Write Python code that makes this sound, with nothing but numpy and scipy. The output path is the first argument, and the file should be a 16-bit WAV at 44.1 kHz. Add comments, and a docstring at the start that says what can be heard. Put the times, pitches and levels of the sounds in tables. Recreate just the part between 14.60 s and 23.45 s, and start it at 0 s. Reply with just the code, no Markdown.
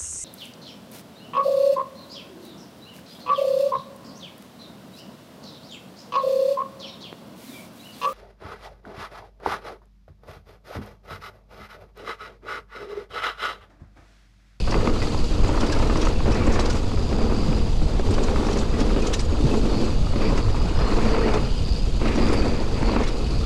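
"""Mountain bike on a forest trail

A bike coasts down a dirt trail, heard from the rider's chest. Turbulent wind buffets the microphone.
Knobby tyres drum, hum and crunch over the ground, and the freehub's pawls ring its shell in a buzz.
Roots knock the frame into its modes and shake the chain and loose metal parts.
Near seven seconds the bike is briefly in the air and the ground noise drops."""
import sys
import numpy as np
from scipy import signal
from scipy.fft import rfft, irfft, next_fast_len
from scipy.io import wavfile
from scipy.ndimage import uniform_filter1d

SR = 44100
rng = np.random.default_rng(int(sys.argv[2]) if len(sys.argv) > 2 else 0)


def waveform_to_disk(signal):
    """Save audio, clipped to [-1, 1], as 16-bit WAV at the path in sys.argv[1]."""
    frames = np.transpose(np.atleast_2d(signal))
    scaled = np.clip(frames, -1, 1) * 32767
    samples = np.round(scaled).astype(np.int16)
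    wavfile.write(sys.argv[1], SR, samples)


N = 390285
TIME = np.arange(N) / SR

# Spectrum of clacking stones and of scrapes. Each row: frequency in Hz, relative level in dB.
STONE_SPECTRUM = [(100, -58.5), (300, -3.5), (550, 4.5), (750, 1.5), (1050, 2), (1350, -0.5), (1550, -5),
                  (2000, -8), (2600, -6.5), (3100, -16.5), (5000, -18), (14000, -64)]


def undb(db):
    """Amplitude ratio of a level in decibels."""
    return 10 ** (np.asarray(db) / 20)


def unit(x):
    """Normalisation to an rms of 1."""
    return x / np.sqrt(np.mean(x ** 2) + 1e-18)


def steady(x, span_s):
    """Normalisation by the running rms: slow swells go, faster flutter stays."""
    return x / np.sqrt(np.abs(uniform_filter1d(x ** 2, int(span_s * SR) + 1)) + 1e-18)


def curve(table):
    """Linear interpolation in time through rows of seconds and value."""
    return np.interp(TIME, *np.transpose(table))


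def wander(rate):
    """Random modulation of rms 1 that takes a new value rate times a second."""
    steps = rng.standard_normal(N // 20)
    return unit(np.interp(TIME * rate, np.arange(len(steps)), steps))


def hold(s, length, rise_s=0.055, fall_s=0.023):
    """Envelope that ramps to 1 from time s and decays exponentially after s + length."""
    return np.clip((TIME - s) / rise_s, 0, 1) * np.exp(-np.maximum(TIME - s - length, 0) / fall_s)


def add(track, s, sound):
    """Superposition of a sound on a track at time s."""
    start = max(int(s * SR), 0)
    part = sound[:max(N - start, 0)]
    track[start:start + len(part)] += part


def colour(x, spectrum):
    """Minimum-phase filter, built from an outline in Hz and dB by folding the cepstrum."""
    size = next_fast_len(2 * N) // 2 * 2
    hz, db = np.transpose(spectrum)
    bin_hz = np.arange(size // 2 + 1) * SR / size
    gain = undb(np.interp(np.log(bin_hz + 1), np.log(hz), db))
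    cepstrum = irfft(np.log(gain))
    cepstrum[1:size // 2] *= 2
    cepstrum[size // 2 + 1:] = 0
    return irfft(rfft(x, size) * np.exp(rfft(cepstrum)))[:N]


def respond(force, spectrum):
    """Forced response of a body, scaled so that white noise keeps its power."""
    return colour(force, spectrum) / np.linalg.norm(colour(signal.unit_impulse(N), spectrum))


def resonate(x, hz, width_hz):
    """Second-order resonance with a gain of 1 at its centre."""
    return signal.lfilter(*signal.iirpeak(hz, hz / width_hz, fs=SR), x)


def resonate_twice(x, hz, width_hz):
    """Two equal resonances in cascade give a narrower peak with steeper skirts."""
    return resonate(resonate(x, hz, width_hz), hz, width_hz)


def grains(rate, spread_db):
    """Poisson process of tiny impacts, rate a second; the spread makes a few stand out."""
    struck = rng.random(N) < rate / SR
    return struck * rng.choice([-1, 1], N) * undb(spread_db * np.minimum(rng.exponential(size=N), 4))


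def clatter(low_hz, high_hz, width_hz, rate, count):
    """Random impacts excite many small hard bodies, each at its natural frequency."""
    pitches = np.geomspace(low_hz, high_hz, count) * (1 + 0.0065 * rng.standard_normal(count))
    return unit(sum(resonate(grains(rate, spread_db=3.5), hz, width_hz) for hz in pitches))


def ping(db, hz, rise_s, fall_s):
    """Damped free vibration of a struck part with a close pair of modes."""
    t = TIME[:SR // 5]
    pair = np.sin(2 * np.pi * hz * t) + 0.16 * np.sin(2 * np.pi * hz * rng.uniform(1.1, 1.2) * t)
    return undb(db) * pair * (1 - np.exp(-t / rise_s)) * np.exp(-t / fall_s)


def strike(modes, db, centre_hz, rise_s, focus_octaves=0.33):
    """Modal response to a blow, strongest in the modes near the centre frequency."""
    t = TIME[:SR // 10, None]
    hz, fall_s = np.transpose(modes)
    weight = 1 / (1 + (np.log2(hz / centre_hz) / focus_octaves) ** 2)
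    cycles = hz * (1 + 0.01 * rng.standard_normal(len(hz))) * t + rng.random(len(hz))
    rings = np.sin(2 * np.pi * cycles) * np.exp(-t / fall_s) * (1 - np.exp(-t / rise_s))
    return undb(db) * np.sqrt(2) * rings @ weight / np.linalg.norm(weight)


def scrape(db, rise_s, fall_s):
    """Sliding friction gives a burst of noise whose rms peaks at the given level."""
    t = TIME[:SR // 5]
    shape = (1 - np.exp(-t / rise_s)) * np.exp(-t / fall_s)
    return undb(db) * shape / shape.max() * rng.standard_normal(len(t))


def wind():
    """Turbulent pressure buffets the microphone in gusts; single eddies throb for a few cycles."""
    # Each row: time in seconds, buffeting level in dB.
    levels = [(0, -20), (0.6, -17.5), (1.9, -17), (2.7, -20.5), (3.05, -17), (3.55, -17.5), (4.2, -18.5),
              (4.8, -20), (5.65, -18), (5.95, -18), (6.65, -18), (7.25, -20), (7.55, -20), (7.76, -18.5),
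              (7.95, -18.5), (8.2, -22), (8.85, -20)]
    # Each row: frequency in Hz, relative level of the turbulence in dB.
    spectrum = [(8, -1), (18, 2), (28, 0), (45, -3.5), (75, -8.5), (120, -13.5), (170, -18), (300, -33.5),
                (700, -38.5), (2000, -70), (14000, -120)]
    # Each row: centre in seconds, length in seconds, frequency in Hz, peak level in dB.
    eddies = [(0.42, 0.029, 105.3, -23), (0.873, 0.05, 88.4, -20.5), (1.25, 0.069, 70, -37),
              (2.895, 0.023, 150, -16.5), (3.5, 0.049, 90, -15), (4.701, 0.072, 79.5, -16.5),
              (4.854, 0.02, 134, -10.5), (5.883, 0.064, 101, -16.5)]
    air = steady(colour(rng.standard_normal(N), spectrum), span_s=0.149)
    air *= undb(curve(levels) + 1.45 * wander(rate=16))
    for s, length, hz, db in eddies:
        swell = np.exp(-((TIME - s) / (length / 2)) ** 2)
        air += undb(db) * swell * np.sin(2 * np.pi * (hz * TIME + rng.random()))
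    return air


def ground_gains():
    """Smooth rolling and rough stretches add in power; gives gains of drumming, stones, sand and hum."""
    # The bike goes light or leaves the ground. Each row: start and length in seconds, change in dB.
    lifts = [(-0.04, 0.087, -6), (0.635, 0.04, -12), (3.055, 0.2, -3.5), (4.6, 0.044, -3.5),
             (5.354, 0.15, -4.5), (6.875, 0.67, -5), (8.617, 0.27, -2)]
    # Each row: start and length in seconds, then drumming, stones, sand with leaves and hum in dB.
    rough_stretches = [(0.07, 0.29, -28, -37, -47.5, -43), (0.335, 0.44, -36.5, -44, -45, -38),
                       (0.792, 0.71, -29, -34, -43.5, -48), (1.633, 0.46, -26.5, -33, -48.5, -41),
                       (2.098, 0.09, -35, -39.5, -43.5, -40), (2.5, 0.25, -28, -36, -53, -49),
                       (2.746, 0.23, -31, -39, -48, -55), (3.426, 0.6, -28.5, -38, -43.5, -35.5),
                       (4.134, 0.38, -28.5, -38.5, -45.5, -45), (4.762, 0.23, -23.5, -48, -42.5, -31.5),
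                       (5.006, 0.28, -26, -39.5, -45, -53), (5.558, 0.23, -25.5, -33, -47.5, -42),
                       (5.856, 0.548, -55, -38, -62, -54), (6.156, 0.12, -31.5, -31, -52, -42),
                       (6.27, 0.24, -25, -33, -44, -33.5), (6.492, 0.29, -26.5, -31, -54, -29.5),
                       (7.389, 0.16, -26.5, -35, -45, -34), (7.53, 0.37, -25.5, -33, -45.5, -39),
                       (7.795, 0.25, -31.5, -42, -58, -45), (8.166, 0.26, -27, -33, -66, -42)]
    lift_db = sum(db * hold(s, length) for s, length, db in lifts)
    sand_lift_db = 0.056 * lift_db  # sand keeps flying off the tread
    rolling = undb([-31 + lift_db, -38.5 + lift_db, -44 + sand_lift_db, -49.5 + lift_db])
    rough_power = sum(np.outer(undb(levels) ** 2, hold(s, length) ** 2)
                      for s, length, *levels in rough_stretches)
    bumps = undb(wander(rate=26))
    return np.sqrt(rolling ** 2 + rough_power * bumps ** 2)


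def tread_hum(click_hz):
    """Periodic contact of the knobs, two to each pawl click, gives harmonics that waver with slip."""
    # Each row: multiple of the knob rate, relative level in dB.
    harmonics = [(1, -17), (2, -2.5), (3, -38), (4, -16.5)]
    cycles = np.cumsum(2 * click_hz * (1 + 0.01452 * wander(rate=45))) / SR
    return unit(sum(undb(db + wander(rate=29)) * np.sin(2 * np.pi * k * cycles) for k, db in harmonics))


def gravel_crunch(jolt):
    """Dense impacts merge into shot noise where the tyres bite into loose gravel."""
    # Each row: start in seconds, length in seconds, level in dB.
    bites = [(0.823, 0.98, -51), (1.685, 0.36, -44.5), (5.564, 0.11, -39), (6.2, 0.22, -54),
             (6.353, 0.44, -42.5), (7.411, 0.11, -35), (7.517, 0.26, -38.5), (7.796, 0.2, -42.5),
             (8.13, 0.36, -42)]
    # Each row: frequency in Hz, relative level of the crunch in dB.
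    spectrum = [(500, -36), (1300, -5), (1700, 0), (2500, 2.5), (3100, -8), (5000, -14), (14000, -77)]
    impacts = grains(rate=8000, spread_db=2.0) * undb(1.5 * jolt)
    gain = sum(undb(db) * hold(s, length) for s, length, db in bites)
    return steady(colour(impacts, spectrum), span_s=0.06) * gain


def tyres(click_hz):
    """Rolling noise: lumps drum the casings, stones clack, sand and leaves crunch, with shared jolts."""
    # Response of the casings. Each row: frequency in Hz, relative level in dB.
    drum_spectrum = [(70, -22.5), (150, -13), (190, -6), (212, 2.5), (238, 2.5), (262, -2), (305, 0),
                     (340, -2), (400, -2.5), (460, -0.5), (520, -5), (650, -15.5), (1000, -23.5),
                     (14000, -105)]
    # Sand and dry leaves. Each row: frequency in Hz, relative level in dB.
    sand_spectrum = [(600, -21.5), (1600, -1.5), (2700, 7), (3300, 7.5), (4200, 8.5), (5500, 3),
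                     (6800, 2.5), (7700, 0.5), (8600, -6), (9600, -6.5), (11000, -12.5), (12400, -18),
                     (13500, -24), (15000, -62)]
    drum_gain, stone_gain, sand_gain, hum_gain = ground_gains()
    jolt = wander(rate=70)
    lumps = grains(rate=1300, spread_db=2.5)
    gravel = unit(grains(rate=5000, spread_db=2.5))
    gravel += undb(-6) * clatter(612, 3250, width_hz=85, rate=90, count=28)
    grit = unit(grains(rate=9000, spread_db=0))
    grit += undb(-10.5) * clatter(2964, 9370, width_hz=34, rate=40, count=24)
    drum = steady(colour(lumps * undb(0.96 * jolt), drum_spectrum), span_s=0.11) * drum_gain
    stones = steady(colour(gravel * undb(0.58 * jolt), STONE_SPECTRUM), span_s=0.12) * stone_gain
    sand = steady(colour(grit * undb(1.08 * jolt), sand_spectrum), span_s=0.11) * sand_gain
    hum = tread_hum(click_hz) * hum_gain
    crunch = gravel_crunch(jolt)
    clumps = unit(undb(1.1 * wander(rate=55)))  # stones lie in clumps
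    return drum + hum + sand + (stones + crunch) * clumps


def tyre_cavity():
    """Cavity resonance: lumps ring the air inside the tyres while the rider's weight presses on them."""
    # Each row: start in seconds, length in seconds, level in dB.
    booms = [(2.498, 0.53, -31), (3.447, 0.56, -34), (4.137, 0.31, -32.5), (4.774, 0.46, -31.5)]
    air = resonate_twice(grains(rate=900, spread_db=1.0), hz=219, width_hz=43)
    return steady(air, span_s=0.17) * sum(undb(db) * hold(s, length) for s, length, db in booms)


def freehub(click_hz):
    """Pawls snapping over the ratchet drive the hub shell's resonances; at moments one pitch rings out."""
    # Each row: frequency in Hz, nominal width in Hz, relative level in dB.
    shell_modes = [(2607, 130, -4.5), (2865, 52, -2), (3610, 310, -8), (4240, 42, -2), (4500, 145, -4.5),
                   (4677, 108, 1), (4877, 70, -0.5), (5700, 90, -18), (6550, 140, -19), (7900, 120, -24),
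                   (9380, 180, -23)]
    # Each row: time in seconds, level of the buzz in dB.
    levels = [(0, -42), (1.3, -48), (1.9, -47), (2.4, -49), (3.1, -47), (3.3, -48), (3.6, -49), (4.3, -46),
              (5.1, -47), (6.8, -42.5), (7.35, -46.5), (8.1, -47), (8.85, -42.5)]
    # Each row: centre in seconds, length in seconds, frequency in Hz, level in dB.
    surges = [(0.083, 0.078, 4960, -50), (0.41, 0.061, 4570, -46), (0.5, .05, 4350, -45),
              (0.64, 0.089, 4650, -59), (1.12, 0.1, 4900, -45), (2.444, 0.2, 4810, -47),
              (2.635, 0.074, 4680, -46), (2.792, 0.11, 4650, -47), (2.97, 0.22, 4780, -48),
              (5.15, .08, 4440, -43), (5.205, 0.05, 4730, -44), (5.33, 0.067, 4680, -53),
              (5.657, 0.062, 4670, -43), (5.83, 0.058, 4600, -48), (6.045, .04, 4850, -49),
              (6.2, .08, 4990, -45), (6.27, 0.12, 4300, -43.5), (6.358, 0.06, 4400, -45),
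              (6.52, 0.083, 4630, -46), (6.63, 0.094, 4500, -50), (6.904, 0.078, 4700, -54),
              (6.947, 0.14, 3000, -45), (7.12, 0.088, 4670, -40.5), (7.196, 0.09, 4850, -47),
              (7.61, 0.049, 4300, -44), (7.645, 0.053, 4780, -38), (7.73, 0.045, 4930, -44),
              (7.785, 0.074, 4620, -41.5), (7.913, .07, 4640, -49), (7.99, .05, 4740, -47),
              (8.13, 0.095, 4640, -49), (8.28, 0.083, 4420, -40), (8.33, 0.069, 4180, -46),
              (8.783, 0.12, 4570, -64)]
    scatter_db, snap_s, drag = 2.2, 0.0012, 0.17
    clicks = np.cumsum(click_hz * (1 + 0.043 * wander(rate=90))) / SR
    since_click_s = clicks % 1 / click_hz
    strength = undb(scatter_db * rng.standard_normal(N // 100))[clicks.astype(int)]
    pawls = (strength * np.exp(-since_click_s / snap_s) + drag) * rng.standard_normal(N)
    shell = sum(undb(db + 2 * wander(rate=9)) * resonate_twice(pawls, hz, 2 * width)
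                for hz, width, db in shell_modes)
    buzz = steady(shell, span_s=0.11) * undb(curve(levels) + 1.1 * wander(rate=12))
    for s, length, hz, db in surges:
        near = slice(*np.searchsorted(TIME, [s - length, s + length]))
        mode = steady(resonate_twice(pawls[near], hz, width_hz=300), span_s=0.055)
        swell = np.exp(-((TIME[near] - s) / (length / 2)) ** 2 / 2)
        buzz[near] += undb(db) * mode * swell
    return buzz


def knocks():
    """Impact excitation: a root or stone thumps the tyre, clacks through the frame and scrapes past."""
    # Each row: start in seconds, clack level in dB, thud level in dB, centre of the clack in Hz,
    # decay time of the scrape in seconds.
    hits = [(0.075, -24.5, -33, 1050, .012), (0.121, -18, -26, 824, .006),
            (0.142, -15.5, -22, 1470, 0.0028), (0.207, -24, -29, 1100, .005),
            (0.273, -16.5, -14, 1190, 0.0036), (0.294, -24, -32, 1210, 0.0087),
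            (0.418, -25.5, -28, 2000, .012), (0.471, -28, -36, 1300, .002), (0.545, -23, -29, 900, 0.0018),
            (0.72, -37, -38, 1000, .003), (0.844, -25, -24, 1400, .006), (0.89, -20.5, -20, 800, .006),
            (0.948, -27, -29, 880, 0.0027), (0.975, -22, -33, 1190, 0.0026), (1.03, -24, -16, 600, 0.0066),
            (1.097, -25, -20, 800, 0.0065), (1.196, -24, -30, 1200, 0.0061),
            (1.226, -22, -31, 1200, 0.0055), (1.297, -20.5, -18, 1250, .005), (1.325, -27, -28, 1240, .005),
            (1.357, -22, -20, 1340, 0.0048), (1.428, -22.5, -18.5, 1300, 0.0066),
            (1.469, -18, -25, 1100, .003), (1.603, -27, -33, 900, 0.0033), (1.657, -22.5, -22, 700, 0.01),
            (1.678, -25, -14.5, 560, 0.01), (1.752, -25, -40, 750, .005), (1.802, -36, -21, 560, 0.0043),
            (1.871, -24, -32, 600, .004), (1.876, -20.5, -14, 930, 0.0048), (1.958, -21, -30, 1200, .005),
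            (1.99, -18.5, -38, 1300, 0.011), (2.316, -29.5, -36, 1127, 0.0037),
            (2.373, -29, -39, 1200, .004), (2.526, -24.5, -15, 1300, .004), (2.586, -23, -24, 850, .003),
            (2.639, -31, -41, 1200, 0.0057), (2.927, -26, -30, 800, 0.0054), (3.217, -29, -20, 700, .003),
            (3.395, -24.5, -22, 690, 0.0039), (3.506, -33, -14, 560, .006), (3.581, -21, -23, 860, 0.0065),
            (3.684, -22, -25, 897, 0.0044), (3.759, -21, -26, 1200, 0.0044), (3.866, -24, -19, 750, 0.005),
            (3.886, -23, -29, 1100, .006), (3.958, -25, -20, 600, 0.017), (4.139, -34, -17.5, 1200, .005),
            (4.211, -23.5, -12.5, 1200, .007), (4.361, -26, -12.5, 670, 0.0073),
            (4.723, -28, -18.5, 610, .003), (4.938, -25.5, -40, 920, 0.011),
            (5.469, -28.5, -38, 1290, 0.0033), (5.535, -24, -40, 750, .003),
            (5.558, -23.5, -18, 704, 0.0076), (5.777, -23, -42, 1400, 0.0088), (6.385, -22, -21, 800, .007),
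            (6.564, -24, -38, 930, .003), (6.659, -33, -15, 700, .007), (6.677, -25, -32, 1030, .005),
            (6.825, -30, -31, 1098, .009), (7.413, -26, -18, 900, 0.016), (7.456, -24, -16, 1090, 0.022),
            (7.556, -26, -18, 900, .006), (7.574, -30, -15, 560, .006), (7.597, -35, -14.5, 560, .006),
            (7.628, -26, -17, 900, 0.0065), (7.696, -26, -16, 1700, 0.0067), (8.228, -21, -16, 900, .004),
            (8.293, -23, -26, 900, .005), (8.361, -18.5, -13.5, 931, 0.008), (8.401, -29, -34, 1240, .006),
            (8.436, -27, -40, 1200, .004)]
    # Each row of both tables: natural frequency in Hz, decay time in seconds.
    casing_modes = [(135, 0.0066), (222, 0.015), (305, 0.0084), (390, 0.018), (462, 0.0093)]
    frame_modes = [(560, 0.019), (770, 0.0035), (920, 0.0036), (1060, 0.0022), (1240, 0.005),
                   (1370, 0.0015), (1690, 0.0018), (2040, 0.0065), (2470, 0.0077), (2900, .0025)]
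    blows, scrapes = np.zeros((2, N))
    for s, clack_db, thud_db, hz, scrape_s in hits:
        add(blows, s, strike(casing_modes, thud_db, centre_hz=266, rise_s=0.0012))
        add(blows, s, strike(frame_modes, clack_db, centre_hz=hz, rise_s=0.0007))
        add(scrapes, s, scrape(clack_db - 3.5, rise_s=0.0007, fall_s=scrape_s))
    return blows + respond(scrapes, STONE_SPECTRUM)


def clanks():
    """Loose metal parts hit their stops and ring briefly at their natural frequencies."""
    # Each row: start in seconds, level in dB, frequency in Hz.
    hits = [(0.42, -30, 1960), (0.838, -34, 2440), (1.031, -27, 1455), (1.124, -26, 1640),
            (1.307, -35, 2740), (1.419, -33, 3270), (1.469, -34, 1840), (1.556, -34, 2670),
            (1.733, -33, 2580), (1.75, -32, 1940), (1.819, -32, 2310), (1.993, -33, 3940),
            (2.099, -28, 1445), (3.549, -35, 3015), (4.138, -33, 1960), (4.215, -34, 3360),
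            (4.422, -30, 2500), (4.537, -34, 1810), (4.912, -29.5, 2610), (5.654, -30, 2380),
            (5.775, -34, 1980), (5.781, -35, 2770), (6.634, -28, 1890), (6.738, -34, 3530),
            (7.821, -31, 2510), (8.432, -31, 2160), (8.435, -38, 2900), (8.471, -37, 3530)]
    metal = np.zeros(N)
    for s, db, hz in hits:
        add(metal, s, ping(db, hz, rise_s=0.0008, fall_s=0.014))
    return metal


def chain():
    """Each slap is a cluster of collisions: a rattle, one clearly ringing link and fainter neighbours."""
    # Each row: time of the peak in seconds, reference level in dB, frequency of the link in Hz.
    slaps = [(0.111, -29, 4770), (0.426, -33, 5050), (0.883, -38, 7040), (1.009, -28, 5170),
             (1.068, -33, 5470), (1.126, -27.5, 5000), (1.19, -33, 4320), (1.274, -37, 4270),
             (1.372, -32, 5440), (1.418, -28, 5520), (1.453, -31, 6550), (1.486, -34, 6500),
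             (1.722, -31.5, 5400), (1.747, -34, 5500), (1.869, -35, 7000), (1.925, -31, 6360),
             (1.94, -33, 5800), (1.959, -38, 5950), (1.997, -26.5, 4000), (2.007, -31, 6500),
             (2.06, -28, 4900), (2.104, -28, 4930), (2.108, -33, 6200), (2.13, -37, 6500),
             (3.509, -37, 8060), (3.542, -32, 4800), (3.636, -30, 6890), (3.869, -33, 5600),
             (3.912, -36, 5600), (3.931, -32, 5600), (3.975, -33, 6000), (3.99, -31, 6860),
             (4.206, -29, 5600), (4.423, -34.5, 6000), (4.471, -27.5, 6840), (4.537, -22, 3370),
             (4.542, -23.5, 5870), (4.595, -28.5, 5000), (4.605, -31, 7000), (5.777, -32, 5600),
             (6.742, -32, 5600), (7.558, -32.5, 5900), (7.688, -35, 5340), (7.732, -37, 8960),
             (8.439, -35, 5250), (8.478, -33, 4000), (8.488, -36, 5300)]
    # Each row: frequency in Hz, relative level of the rattle in dB.
    spectrum = [(100, -48), (700, -3), (2000, 11.5), (3800, 10.5), (5500, 11.5), (7300, 5), (9000, 0),
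                (12000, -19), (15000, -28)]
    rattle_db, link_db, neighbour_db = -3, -6, -9.5  # relative to the slap
    rise_s, fall_s = 0.004, 0.0075
    link_envelope = dict(rise_s=0.0003, fall_s=0.008)
    rattle, links = np.zeros((2, N))
    t = TIME[:SR // 10] - TIME[SR // 40]  # zero at the peak
    swell = np.exp(np.minimum(t / rise_s, -t / fall_s))
    for s, db, hz in slaps:
        add(rattle, s + t[0], undb(db + rattle_db) * swell * rng.standard_normal(len(t)))
        add(links, s - rise_s / 2, ping(db + link_db, hz, **link_envelope))
        for late, detune in rng.standard_normal(size=(6, 2)):
            neighbour = ping(db + neighbour_db, hz * (1 + 0.12 * detune), **link_envelope)
            add(links, s + rise_s * late, neighbour)
    return respond(rattle, spectrum) + links


def scene():
    """Wind and bike superpose without reverberation; wheel speed sets the rates of hum and buzz."""
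    # Rear wheel speed. Each row: time in seconds, pawl clicks per second.
    click_rates = [(0, 74.25), (1, 76), (2.2, 84.1), (2.8, 105.6), (3.6, 102.1), (4.6, 100), (5.1, 111.3),
                   (5.7, 114.4), (6.1, 104), (6.6, 113.4), (6.85, 101.9), (7.2, 96.3), (7.4, 94.9),
                   (7.8, 112.3), (8.3, 100.9), (8.85, 95.9)]
    click_hz = curve(click_rates)
    mix = wind() + tyres(click_hz) + tyre_cavity() + freehub(click_hz) + knocks() + clanks() + chain()
    return mix[None]


def record(dry):
    """Soft saturation rounds the loudest peaks, and a low-pass filter cuts the highest treble."""
    drive, cutoff_hz = 1.5, 15000
    low_pass = signal.ellip(8, 0.2, 70, cutoff_hz, fs=SR, output="sos")
    return signal.sosfilt(low_pass, np.tanh(drive * dry) / drive)


dry = scene()
out = record(dry)
waveform_to_disk(out)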